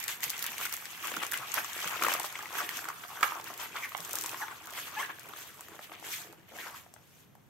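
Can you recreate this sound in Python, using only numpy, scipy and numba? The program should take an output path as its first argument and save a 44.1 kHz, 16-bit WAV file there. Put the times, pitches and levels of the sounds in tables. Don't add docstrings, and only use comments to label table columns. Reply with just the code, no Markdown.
import sys
import numpy as np
from scipy import signal
from scipy.fft import rfft, irfft, next_fast_len
from scipy.io import wavfile
from scipy.ndimage import uniform_filter1d, map_coordinates
from numba import njit

SR = 44100
rng = np.random.default_rng(int(sys.argv[2]) if len(sys.argv) > 2 else 0)


def gain_from_db(level_db):
    decades = np.asarray(level_db, float) / 20
    return 10 ** decades


def store_wav(level_fs):
    pcm = np.round(np.clip(np.atleast_2d(level_fs), -1, 1) * 32767)
    wavfile.write(sys.argv[1], SR, pcm.T.astype(np.int16))


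N = 330309

# peak in seconds, rise in seconds,
# fall in seconds, strength in dB, sliding over buckling in dB.
MOVES = [(.0, .02, 0.13, -47, 5), (.09, 0.0072, 0.063, -41.5, 14.5), (0.23, 0.013, 0.095, -41, 10),
         (.42, 0.21, 0.43, -46.5, 5.5), (.63, 0.05, 0.058, -39.5, 6), (.736, 0.049, 0.066, -47.5, 3),
         (1.047, 0.022, 0.17, -44, 5.5), (1.23, 0.013, 0.025, -36.5, -3),
         (1.336, 0.014, 0.051, -39.5, -2), (1.43, 0.044, 0.041, -51, -14),
         (1.583, 0.062, 0.038, -36, -1), (1.7, 0.29, 0.036, -48, 5), (1.84, 0.14, 0.21, -38.5, -2.5),
         (2.105, 0.11, 0.13, -38.5, 1.5), (2.04, 0.052, .05, -42, 0), (2.251, 0.016, 0.049, -42.5, 9),
         (2.4, 0.14, 0.13, -47, -7), (2.592, 0.073, 0.084, -37.5, 0.5),
         (2.77, 0.085, 0.084, -41.5, 5.5), (2.89, 0.56, 0.04, -49, -11),
         (3.19, 0.31, 0.11, -47, -5.5), (3.234, 0.0067, 0.028, -29.5, -4),
              (3.265, 0.042, 0.11, -41, -3.5), (3.41, 0.25, 0.015, -48.5, -13),
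              (3.48, 0.04, 0.088, -42.5, -7.5), (3.615, 0.034, 0.079, -40.5, -0.5),
              (3.767, 0.023, 0.026, -41, -11), (3.847, 0.064, 0.021, -42, -1.5),
              (4.22, 0.34, 0.34, -43.5, 2.5), (4.419, 0.058, 0.031, -43, 1),
              (4.79, 0.078, 0.14, -42.5, 2.5), (4.89, 0.056, 0.031, -48, -1),
              (5.005, 0.061, 0.068, -40.5, 0), (5.1, 0.03, 0.02, -47.5, -16),
              (5.291, 0.1, 0.042, -50.5, -10.5), (5.39, 0.043, 0.13, -48, 4.5),
              (5.72, 0.38, 0.2, -60.5, -11), (5.84, 0.041, 0.03, -57.5, 21), (5.94, 0.051, 0.07, -53, -10),
              (6.06, 0.03, 0.052, -46, 7), (6.13, 0.063, 0.1, -48, 25), (6.26, 0.11, 0.077, -57.5, -10),
              (6.605, 0.075, 0.15, -46, 0), (6.765, 0.071, 0.074, -52, 6), (7.2, 0.36, 0.084, -64.5, 7)]
# time in seconds, strength in dB, sliding over buckling in dB.
CREEP = [(0, -63.5, -14), (.9, -51, 8), (2.5, -52.5, 2), (3.05, -55.5, 5), (4.58, -53.5, -11.5),
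         (5.6, -61, 14), (6.4, -67, -4), (7.49, -82, 6)]
# time in seconds, fibre drag in dB, slack in dB.
HOLD = [(0, 5, -1), (.45, 3.5, 1), (.8, 0.7, -7), (1.1, 5.5, 3.5), (1.6, 3, -4.5), (1.85, -1, -5),
        (2.1, 4, -4.5), (2.6, -2, -2), (3.2, -8, -7.5), (3.6, -0.5, 0), (3.9, -2, -1.5), (4.2, -11, 1),
        (4.6, -2.5, -2), (5.0, 2, -0.5), (5.4, -2, 4.5), (5.9, 2, 4), (6.4, 3, 6.5), (7.1, -4, 0)]
# peak in seconds, peak level in dB.
FLAPS = [(1.175, -45), (2.041, -36), (4.2, -57), (5.72, -57.5), (6.05, -57), (6.27, -60.5), (6.56, -58)]
# frequency in Hz, density in dB per Hz.
SLIDE_SPECTRUM = [(300, -28), (1500, -4), (3000, -3.5), (8000, -6), (17000, -9.5)]
# start in seconds, peak in dB, pitch in Hz,
# rise in ms.
POPS = [(0.0814, -20.5, 1920, 0.47), (0.2302, -23.5, 1970, 4.1), (0.2797, -26.5, 2090, 0.56),
        (0.442, -23.5, 1820, 1.24), (0.581, -21, 2170, 0.6), (0.654, -24, 1430, 2.7),
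        (1.0813, -25.5, 1580, 2), (1.1402, -21.5, 1440, 0.63), (1.1665, -21, 1340, 4.1),
        (1.2267, -28, 1270, 1.46), (1.3213, -19.5, 1820, 0.74), (1.5709, -19, 940, 1.02),
        (1.6454, -25, 1130, 1.14), (1.876, -26, 1370, 0.97), (1.9547, -27.5, 1300, 7.9),
        (1.9927, -24.5, 1270, 1.66), (2.0121, -20.5, 1040, 2.4), (2.022, -14, 1270, 1.8),
        (2.037, -15, 1100, 1.55), (2.0465, -13.5, 1310, 5.4), (2.065, -15, 1160, 1.84),
        (2.083, -16, 1036, 2.05), (2.1391, -22.5, 1250, 1.9), (2.1502, -16, 1190, 1.03),
        (2.201, -22, 930, 1.47), (2.2431, -21, 1080, 2.2), (2.3542, -23.5, 2160, 2.7),
        (2.3906, -25, 1220, 2.15), (2.5532, -22.5, 1340, 1.2), (2.6032, -25, 1240, 3.6),
        (2.6912, -18.5, 1980, 0.45), (2.79, -24.5, 1540, 1.1), (2.854, -28, 1230, 0.73),
             (2.886, -23, 1380, 5.5), (2.9009, -25, 1120, 1.86), (3.0372, -27.5, 1350, 1.8),
             (3.2096, -23, 1510, 1.3), (3.2318, -7, 1240, 2.66), (3.2397, -17, 1360, 3.8),
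             (3.3205, -21, 1010, 1.95), (3.5012, -28.5, 1170, 3.5), (3.8237, -34, 2040, 1.5),
             (3.9488, -20.5, 1060, 1.6), (4.1377, -27.5, 980, 0.49), (4.2434, -26, 980, 1.42),
             (4.259, -25.5, 1070, 0.56), (4.292, -32, 2550, 5.2), (4.344, -22, 1050, 1.25),
             (5.1, -28, 1680, 6.8), (5.1858, -34, 1540, 1.2), (5.293, -34, 1420, 1.1),
             (5.3356, -31, 1200, 1.13), (5.6836, -38, 1300, 2.3), (5.7914, -29.5, 1270, 0.61),
             (5.917, -30, 1180, 1.5), (6.139, -33, 2070, 0.36), (6.3297, -35.5, 834, 0.5),
             (6.9626, -39, 890, 0.72), (7.3528, -45, 790, 1.3)]
# start in seconds, peak in dB, pitch in Hz,
# rise in ms.
MORE_POPS = [(0.204, -34, 2000, 1.2), (0.249, -37, 1760, 1), (0.342, -31, 2150, 1.2),
             (0.489, -27.5, 1880, 1.1), (0.601, -32, 1150, 0.87), (0.611, -26, 1230, 1.2),
             (0.665, -23, 2130, 1.3), (0.774, -31.5, 1850, 1.4), (0.855, -33.5, 1800, 1.5),
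             (1.07, -31, 1610, 0.64), (1.116, -29, 1000, 1.04), (1.219, -25, 1330, 1.24),
             (1.266, -28, 1780, 0.89), (1.339, -19.5, 1440, 1.46), (1.539, -28, 1280, 0.61),
             (1.579, -19.5, 1040, 1.2), (1.844, -24, 1280, 1.1), (2.094, -21, 1530, 1.5),
             (2.119, -23, 1010, 1.3), (2.193, -29.5, 900, 0.92), (2.457, -30, 2060, 1.5),
             (2.506, -32.5, 1070, 1), (2.623, -32, 1170, 1.1), (2.842, -25, 1490, 0.58),
             (3.156, -32, 1450, 1.6), (3.2146, -29, 1250, 1.63), (3.2287, -12, 1250, 1.77),
             (3.398, -28, 970, 1.1), (3.596, -35, 980, 1.3), (3.919, -28.5, 1200, 1.4),
             (3.987, -32.5, 1970, 1.1), (4.28, -31, 1140, 1.4), (4.331, -31, 1080, 1.25),
             (4.482, -31, 2140, 1.7), (4.648, -37, 1119, 1.2), (4.736, -34, 1910, 0.82),
             (5.361, -38, 1670, 1.2), (5.895, -36, 1170, 1.2), (6.024, -42.5, 746, 1.5),
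             (6.042, -32.5, 1940, 1.1), (6.49, -46, 636, 1.05), (6.518, -42, 676, 1.6),
             (6.863, -44.5, 720, 1.3), (6.938, -48, 732, 0.96)]
# start in seconds, peak in dB, pitch in Hz, rise in ms.
BUMPS = [(1.39, -36, 129, 7.5), (1.855, -33.5, 182, 6.5), (3.994, -36, 167, 8.5)]
# start in seconds, peak in dB, pitch in Hz, rise in ms.
MORE_BUMPS = [(.265, -40, 139, 8), (.49, -43, 230, 8.7), (1.169, -35.5, 314, 3.9), (1.929, -46, 112, 11),
              (4.3, -40, 110, 7.5), (5.9, -48, 302, 6.2), (6.38, -50, 320, 5)]
# start in seconds, peak in dB, left over
# right in dB.
SNAPS = [(0.0015, -31.5, -9), (0.028, -35, 8), (0.04, -30, -5), (0.0807, -26, 0), (0.2321, -25.5, -3),
         (0.2398, -24.5, -2.5), (0.2965, -30, 7), (0.302, -23.5, -4), (0.392, -30, 3),
         (0.4254, -25, -5), (0.441, -30, 4), (0.4644, -26, -3), (0.582, -30, -4), (0.6533, -26.5, -3),
         (0.6582, -31, 6), (0.7385, -25, -5), (0.855, -38.5, 12), (1.1658, -32, 8),
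         (1.2663, -31.0, -1), (1.3151, -29, -3), (1.321, -33, -3), (1.335, -26.5, -4),
         (1.3745, -30.5, 2), (1.5895, -34.5, -1), (1.5417, -24, -6), (1.875, -27, 3),
         (2.0271, -30, -1), (2.0842, -30, 5), (2.138, -22, -3), (2.1977, -26, 0), (2.6915, -30.5, -7),
         (2.887, -33, 1), (3.23, -29, 13), (3.892, -39, -4), (3.969, -36, 2), (3.9773, -35, -8),
              (4.004, -33.5, 3), (4.027, -42, -6), (4.049, -32, 1), (4.11, -33, 5), (4.1327, -29.5, 0),
              (4.155, -24, 0), (4.1865, -29, 3), (4.211, -29.5, 6), (4.238, -33, 11), (4.261, -27.5, 1),
              (4.293, -31.5, 4), (4.657, -40, -2), (4.671, -39.5, 5), (4.7062, -40, -2), (5.195, -39, 3),
              (5.6085, -45, -10), (6.94, -48, 4)]
# start in seconds, peak in dB, left over right
# in dB.
MORE_SNAPS = [(0.2055, -29, -1.5), (0.2504, -33, -3), (0.3795, -25, -2), (0.5177, -30, -1.5), (0.5437, -31, 6),
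              (0.602, -32, -2.0), (0.6114, -30, 0.0), (0.695, -27, -1.0), (0.7253, -20, -1), (0.7665, -24.5, -1),
              (1.0718, -20, -2), (1.2047, -31, 0.5), (1.2494, -30, 8), (1.5184, -25, 7), (1.5584, -30, -1),
              (1.6452, -26.5, 5), (1.7318, -28, 15), (1.7789, -32, -0.5), (1.8024, -24, 2), (2.0364, -15, -0.5),
              (2.0515, -19, -2.5), (2.0654, -25, 0.0), (2.1216, -22, -4.5), (2.232, -26, 1), (2.2613, -29, -7),
              (2.3256, -29, -1.5), (2.3875, -30, 4), (2.4262, -30, 3), (2.584, -22.5, -13), (2.7097, -31, 0.5),
              (2.7706, -21, 2), (2.8436, -29, -1.5), (3.209, -30, -3), (3.2148, -33, -6), (3.4422, -27.5, -9),
              (3.5389, -29, -3), (3.577, -29, -5), (3.7658, -32, 0), (4.0935, -28, -2.0), (4.0764, -33, -3.5),
              (4.222, -22, -1), (4.372, -31, -6), (4.7356, -33, -7), (5.0374, -36, -5), (5.232, -37, -9),
              (5.289, -36, -13), (5.685, -37, -7), (5.9988, -37.5, -4), (6.3265, -38, -5), (6.489, -43, -4),
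              (7.352, -49, -2)]
# start in seconds, peak in dB.
SPIKES = [(0.0797, -20), (0.4244, -27), (0.4412, -20), (0.58, -27), (1.3204, -18), (1.5417, -22),
          (2.0263, -21), (4.1316, -15.5), (4.7062, -35), (5.6087, -23.5), (6.9397, -31)]
# middle in seconds, length in seconds,
# start pitch in Hz, end pitch in Hz, level in dB.
RUBS = [(1.05, 0.053, 1250, 1200, -39), (1.43, 0.059, 1210, 1200, -35.5), (3.62, 0.037, 1070, 905, -45),
        (3.77, 0.031, 2060, 2200, -43), (3.845, 0.051, 2090, 2160, -33), (4.42, 0.044, 1040, 860, -35.5),
        (4.428, 0.044, 2170, 1250, -35.5), (6.635, 0.05, 1810, 1200, -47), (6.69, .045, 1100, 770, -53),
        (5.035, 0.055, 1650, 1780, -34.5), (6.14, 0.038, 2100, 2340, -42.5), (6.555, 0.12, 470, 776, -51.5),
        (6.6, 0.048, 1680, 2230, -42), (6.74, 0.092, 910, 1300, -45)]
# start in seconds, length in seconds,
# start pitch in Hz, end pitch in Hz, level in dB.
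SQUEAKS = [
    (4.967, 0.024, 875, 900, -36),
    (4.989, 0.024, 1002, 1060, -34),
]
# multiple of the pitch, level in dB.
SQUEAK_TONES = [(1, 0), (2, -1.5), (3, -9)]
# frequency in Hz, width in Hz, boost in dB.
TABLE_MODES = [(331.5, 16, 2), (423, 14, 3.5), (719, 7.5, 0.5)]
# frequency in Hz, time to fall 60 dB in seconds.
ROOM_DECAY = [(200, 0.26), (1500, 0.37), (6000, 0.11), (15000, 0.16)]
# frequency in Hz, density in dB per Hz.
HUM_SPECTRUM = [(15, -68), (25, -29), (53, -21.5), (74, -7), (97, -1.5), (161, -2.5), (217, -7.5),
                (5000, -34), (14000, -36)]
# frequency in Hz, response in dB.
LEFT_PORT = [(30, -3), (100, -6), (3550, 1.5), (3800, -2), (5000, -2.5), (6800, 4.5), (6950, -1.5),
             (7500, 3), (9500, -3), (11500, -9), (11700, -4), (15600, -7.5)]
# frequency in Hz, response in dB.
RIGHT_PORT = [(30, 2), (100, -4.5), (3500, -0.5), (3800, -3.5), (6800, -2), (6950, -7.5), (9000, -5.5),
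              (11500, 2), (11700, 8.5), (13500, 5), (15600, -1)]


def rustle():
    flapping, crunching, scraping, sliding = effort()
    jerk_db = .8 * wobble(45, np.arange(N) / SR)
    flap = grains(jerk_db, count=2500, centre_hz=383.0, spread=0.39, drift=0.044, cycles=1.1,
                  scatter_db=2.0, clump_db=0.8, width_s=6e-5)
    crunch = grains(jerk_db, count=3200, centre_hz=1200, spread=0.23, drift=0.1, cycles=2.74,
                    scatter_db=2, clump_db=3.0, width_s=9e-5)
    scrape = grains(jerk_db, count=8000, centre_hz=2360, spread=0.237, drift=0.095, cycles=5.5,
                    scatter_db=3.5, clump_db=2.5, width_s=1.2e-4)
    crackle = grains(jerk_db, count=24000, centre_hz=9800, spread=0.467, drift=0.033, cycles=4.6,
                     scatter_db=9.0, clump_db=2.0, width_s=0.0001)
    ticks = grains(jerk_db, count=2500, centre_hz=2450, spread=0.56, drift=0.027, cycles=0.56,
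                   scatter_db=5.0, clump_db=0.0, width_s=0.0001)
    hiss = unit(gain_from_db(jerk_db) * rush(SLIDE_SPECTRUM, alike=0.24, patchy_db=2.5))
    buckling = gain_from_db(-0.5) * flapping * flap + gain_from_db(-2.5) * crunching * crunch
    fibres = gain_from_db(-3.0) * scraping * (scrape + gain_from_db(-2.5) * ticks)
    return buckling + fibres + sliding * (gain_from_db(-0.5) * hiss + gain_from_db(-6.5) * crackle)


def effort():
    t = np.arange(0, N / SR + .002, .002)
    s, rise_s, fall_s, db, slides_db = np.transpose(MOVES)
    creep_db, creep_slides_db = read_columns(CREEP, t)

    def strength(share):
        moving = moves(t, s, rise_s, fall_s, db + share * slides_db)
        return np.hypot(moving, gain_from_db(creep_db + share * creep_slides_db))

    crunch, scrape, slide = strength(-.55), strength(-.1), strength(.45)
    flap_s, flap_db = np.transpose(FLAPS)
    swings = moves(t, flap_s, 0.049, 0.068, flap_db)
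    flap = np.hypot(swings, gain_from_db(-12.5) * uniform_filter1d(crunch, size=60))
    drag, slack = [gain_from_db(column_db) for column_db in read_columns(HOLD, t)]
    return [np.interp(np.arange(N) / SR, t, g) for g in (slack * flap, crunch, drag * scrape, slide)]


def moves(t, peak_s, rise_s, fall_s, db):
    late = t - peak_s[:, None]
    loss = np.where(late < 0, -late / np.abs(rise_s)[..., None], late / np.abs(fall_s)[..., None])
    level_db = db[:, None] - 12 * loss ** 1.28
    return np.sqrt(np.sum(gain_from_db(level_db) ** 2, axis=0))


def grains(jerk_db, count, centre_hz, spread, drift, cycles, scatter_db, clump_db, width_s):
    s = rng.uniform(0, N / SR, count)
    z = rng.standard_normal((count, 3))
    size_db = scatter_db * np.minimum(rng.exponential(1, count), 3)
    gain = gain_from_db(size_db + clump_db * wobble(40, s) + jerk_db[(s * SR).astype(int)])
    tension = spread * z[:, 0] + drift * wobble(20, s)
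    hz = np.clip(centre_hz * np.exp(tension), 60, .4 * SR)
    side = 0.53 * wobble(12, s) + 1.0 * z[:, 1]
    gain *= np.sign(z[:, 2]) * np.sqrt(hz / centre_hz)
    lag_s = np.clip(width_s * side, -3e-4, 3e-4)
    return unit(rings(s, gain, hz, cycles, 0.35, 27000 * width_s * side, lag_s))


def pops(rows, gain_db, count=7):
    s, db, hz, rise_ms = np.transpose(rows)
    db = db + gain_db
    side = rng.standard_normal(len(s))
    swell_cycles = np.maximum(0.00062 * rise_ms * hz, .3)
    ring = rings(s, gain_from_db(db - 4.5), hz, 2.3, swell_cycles, 1.8 * side, 4e-5 * side)
    thump = rings(s, gain_from_db(db - 25.0), 0.36 * hz, 1.0, 0.2, 0.296 * side, 0 * side)

    s, db, hz, rise_ms, side = np.repeat([s, db, hz, rise_ms, side], count, axis=1)
    z = rng.standard_normal((len(s), 3))
    late_s = rng.uniform(0, 1, len(s)) ** 1.436 * (0.00148 + 0.00114 * rise_ms)
    pitch = np.clip(1.45 * hz * np.exp(.55 * z[:, 0]), 520, .3 * SR)
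    gain = gain_from_db(db - 12.0 + 4.14 * z[:, 1] - 1.05 * abs(np.log2(pitch / hz)))
    spray = rings(s + late_s, gain, pitch, 1.9, 0.3, 7.1 * side + 1.5 * z[:, 2], 4e-5 * (side + z[:, 2]))
    return ring + thump + spray


def snaps(rows, gain_db, lean_db):
    out = np.zeros((2, N + SR))
    t = np.arange(SR // 20) / SR
    shape = (1 - np.exp(-t / 0.00019)) * (gain_from_db(-60 * t / 0.0048) + gain_from_db(-18 - 60 * t / 0.069))
    for s, db, pan_db in rows:
        common = rng.standard_normal(len(t))
        apart = rng.standard_normal((2, len(t)))
        gain = gain_from_db(db + gain_db + (pan_db + lean_db) * np.array([[.5], [-.5]]))
        start = round(s * SR)
        out[:, start:start + len(t)] += gain * shape * (0.54 * common + 1.71 * apart)
    return signal.sosfilt(signal.butter(4, 3600 / SR * 2, "high", output="sos"), out[:, :N])


def spikes():
    s, db = np.transpose(SPIKES)
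    return rings(s, gain_from_db(db + 2.0), 8500 + 0 * s, 0.96, 0.41, 0 * s, 0 * s)


def rubs(count=24):
    middle, length, start_hz, end_hz, db = np.repeat(RUBS, count, axis=0).T
    part = rng.uniform(0, 1, len(db))
    z = rng.standard_normal((len(db), 3))
    hz = (start_hz + part * (end_hz - start_hz)) * np.exp((0.024 + 0.73 * length) * z[:, 0])
    gain = gain_from_db(db + 1.5 * z[:, 1]) * np.sin(np.pi * part)
    return rings(middle + length * (part - .55), gain, hz, 5.0, 2.0, 2.3 * z[:, 2], 4e-5 * z[:, 2])


def squeaks():
    out, t = np.zeros(N), np.arange(N) / SR
    waver, flutter_db = 0.036 * wobble(70, t), 1.8 * wobble(66, t)
    for s, length, start_hz, end_hz, db in SQUEAKS:
        on = (t > s) & (t < s + length)
        part = (t[on] - s) / length
        hz = (start_hz + part * (end_hz - start_hz)) * (1 + waver[on])
        phase = 2 * np.pi * np.cumsum(hz) / SR
        tone = sum(gain_from_db(tone_db) * np.sin(k * phase) for k, tone_db in SQUEAK_TONES)
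        out[on] += gain_from_db(db + flutter_db[on]) * np.sin(np.pi * part) ** 0.38 * tone
    return out * gain_from_db([[.6], [-.6]])


def on_table(x):
    def response(f):
        modes = sum(gain_from_db(db) * 1j * f * w / (c * c - f * f + 1j * f * w) for c, w, db in TABLE_MODES)
        return (1 + modes) * (1j * f / (1j * f + 110)) ** 2
    return filtered(x, response)


def room(x):
    hz, t, z = signal.stft(rng.standard_normal((2, SR // 3)), SR, nperseg=256)
    fade = gain_from_db(-60 * t / along(ROOM_DECAY, hz)[:, None])
    tail = signal.istft(z * fade, SR, nperseg=256)[1]
    delayed = np.pad(x, ((0, 0), (130, 0)))
    return signal.fftconvolve(delayed, tail / np.linalg.norm(tail[0]), axes=1)[:, :N]


def hum():
    return gain_from_db(-58.5) * rush(HUM_SPECTRUM, alike=0.31, patchy_db=0.5)


def rush(spectrum, alike, patchy_db):
    z = signal.stft(rng.standard_normal((2, N)), nperseg=256)[2]
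    field = rng.standard_normal(z.shape[1:])
    field = uniform_filter1d(uniform_filter1d(field, size=8, axis=0), size=8, axis=1)
    noise = signal.istft(z * gain_from_db(patchy_db * unit(field)), nperseg=256)[1][:, :N]
    a, b = filtered(noise, lambda hz: gain_from_db(along(spectrum, hz)))
    turn = np.arccos(np.clip(alike, 0, 1)) / 2
    return unit(np.array([np.cos(turn) * a + np.sin(turn) * b, np.cos(turn) * a - np.sin(turn) * b]))


def rings(s, gain, hz, cycles, rise, pan_db, lag_s):
    out = np.zeros((2, N))
    for port, sign in enumerate((.5, -.5)):
        start = (s - sign * lag_s) * SR
        add(out[port], start, gain * gain_from_db(sign * pan_db), hz / SR, float(cycles), rise + 0 * s, .35, .6)
    return out


@njit
def add(out, start, gain, step, cycles, rise, attack, jump):
    for g in range(len(start)):
        first = max(int(np.ceil(start[g])), 0)
        spin = np.exp(2j * np.pi * step[g])
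        fade = np.exp(-step[g] / cycles)
        phasor = gain[g] * np.exp(2j * np.pi * (first - start[g]) * step[g])
        for i in range(first, min(first + int((rise[g] + 5 * cycles) / step[g]), len(out))):
            turns = (i - start[g]) * step[g]
            swell = min(jump + (1 - jump) * turns / rise[g], 1)
            out[i] += phasor.imag * min(turns / attack, 1) * swell
            phasor *= spin * fade if turns > rise[g] else spin


def wobble(rate, at):
    return map_coordinates(rng.standard_normal(int(N * 80 / SR) + 4), [at * min(rate, 79)])


def read_columns(rows, t):
    s, *columns = np.transpose(rows)
    return [np.interp(t, s, column) for column in columns]


def unit(x):
    return x / np.sqrt(np.mean(x ** 2) + 1e-20)


def along(points, hz):
    f, v = np.transpose(points)
    return np.interp(np.log(hz + 1), np.log(f + 1), v)


def filtered(x, response):
    m = next_fast_len(N + 8192)
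    return irfft(rfft(x, m) * response(np.fft.rfftfreq(m, 1 / SR)), m)[..., :N]


def scene():
    sheet = on_table(rustle())
    panels = pops(POPS + BUMPS, gain_db=-1) + pops(MORE_POPS + MORE_BUMPS, gain_db=0.0)
    creases = snaps(SNAPS, gain_db=4.0, lean_db=3.0) + snaps(MORE_SNAPS, gain_db=-5, lean_db=4)
    events = on_table(panels + rubs() + squeaks()) + creases + spikes()
    return events + sheet + room(gain_from_db(-9.0) * events + gain_from_db(-12.5) * sheet) + hum()


def roll_off(x):
    return signal.sosfilt(signal.butter(12, 16980, fs=SR, output="sos"), x)


def record(dry):
    top_hz, edge_hz, skirt_hz, open_s = 15800, 16600, 150, .004

    def below(hz, limit_hz):
        return np.clip((limit_hz - hz) / skirt_hz + .5, 0, 1)

    def colour(hz):
        return gain_from_db([along(LEFT_PORT, hz), along(RIGHT_PORT, hz)])

    spike_s = np.transpose(SPIKES)[0]
    opened = moves(np.arange(N) / SR, spike_s, open_s, open_s, np.zeros(len(SPIKES)))
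    steady = filtered(dry, lambda hz: colour(hz) * below(hz, top_hz))
    top = opened * filtered(dry, lambda hz: colour(hz) * (below(hz, edge_hz) - below(hz, top_hz)))
    return roll_off(steady + top)


dry = scene()
out = record(dry)
store_wav(out)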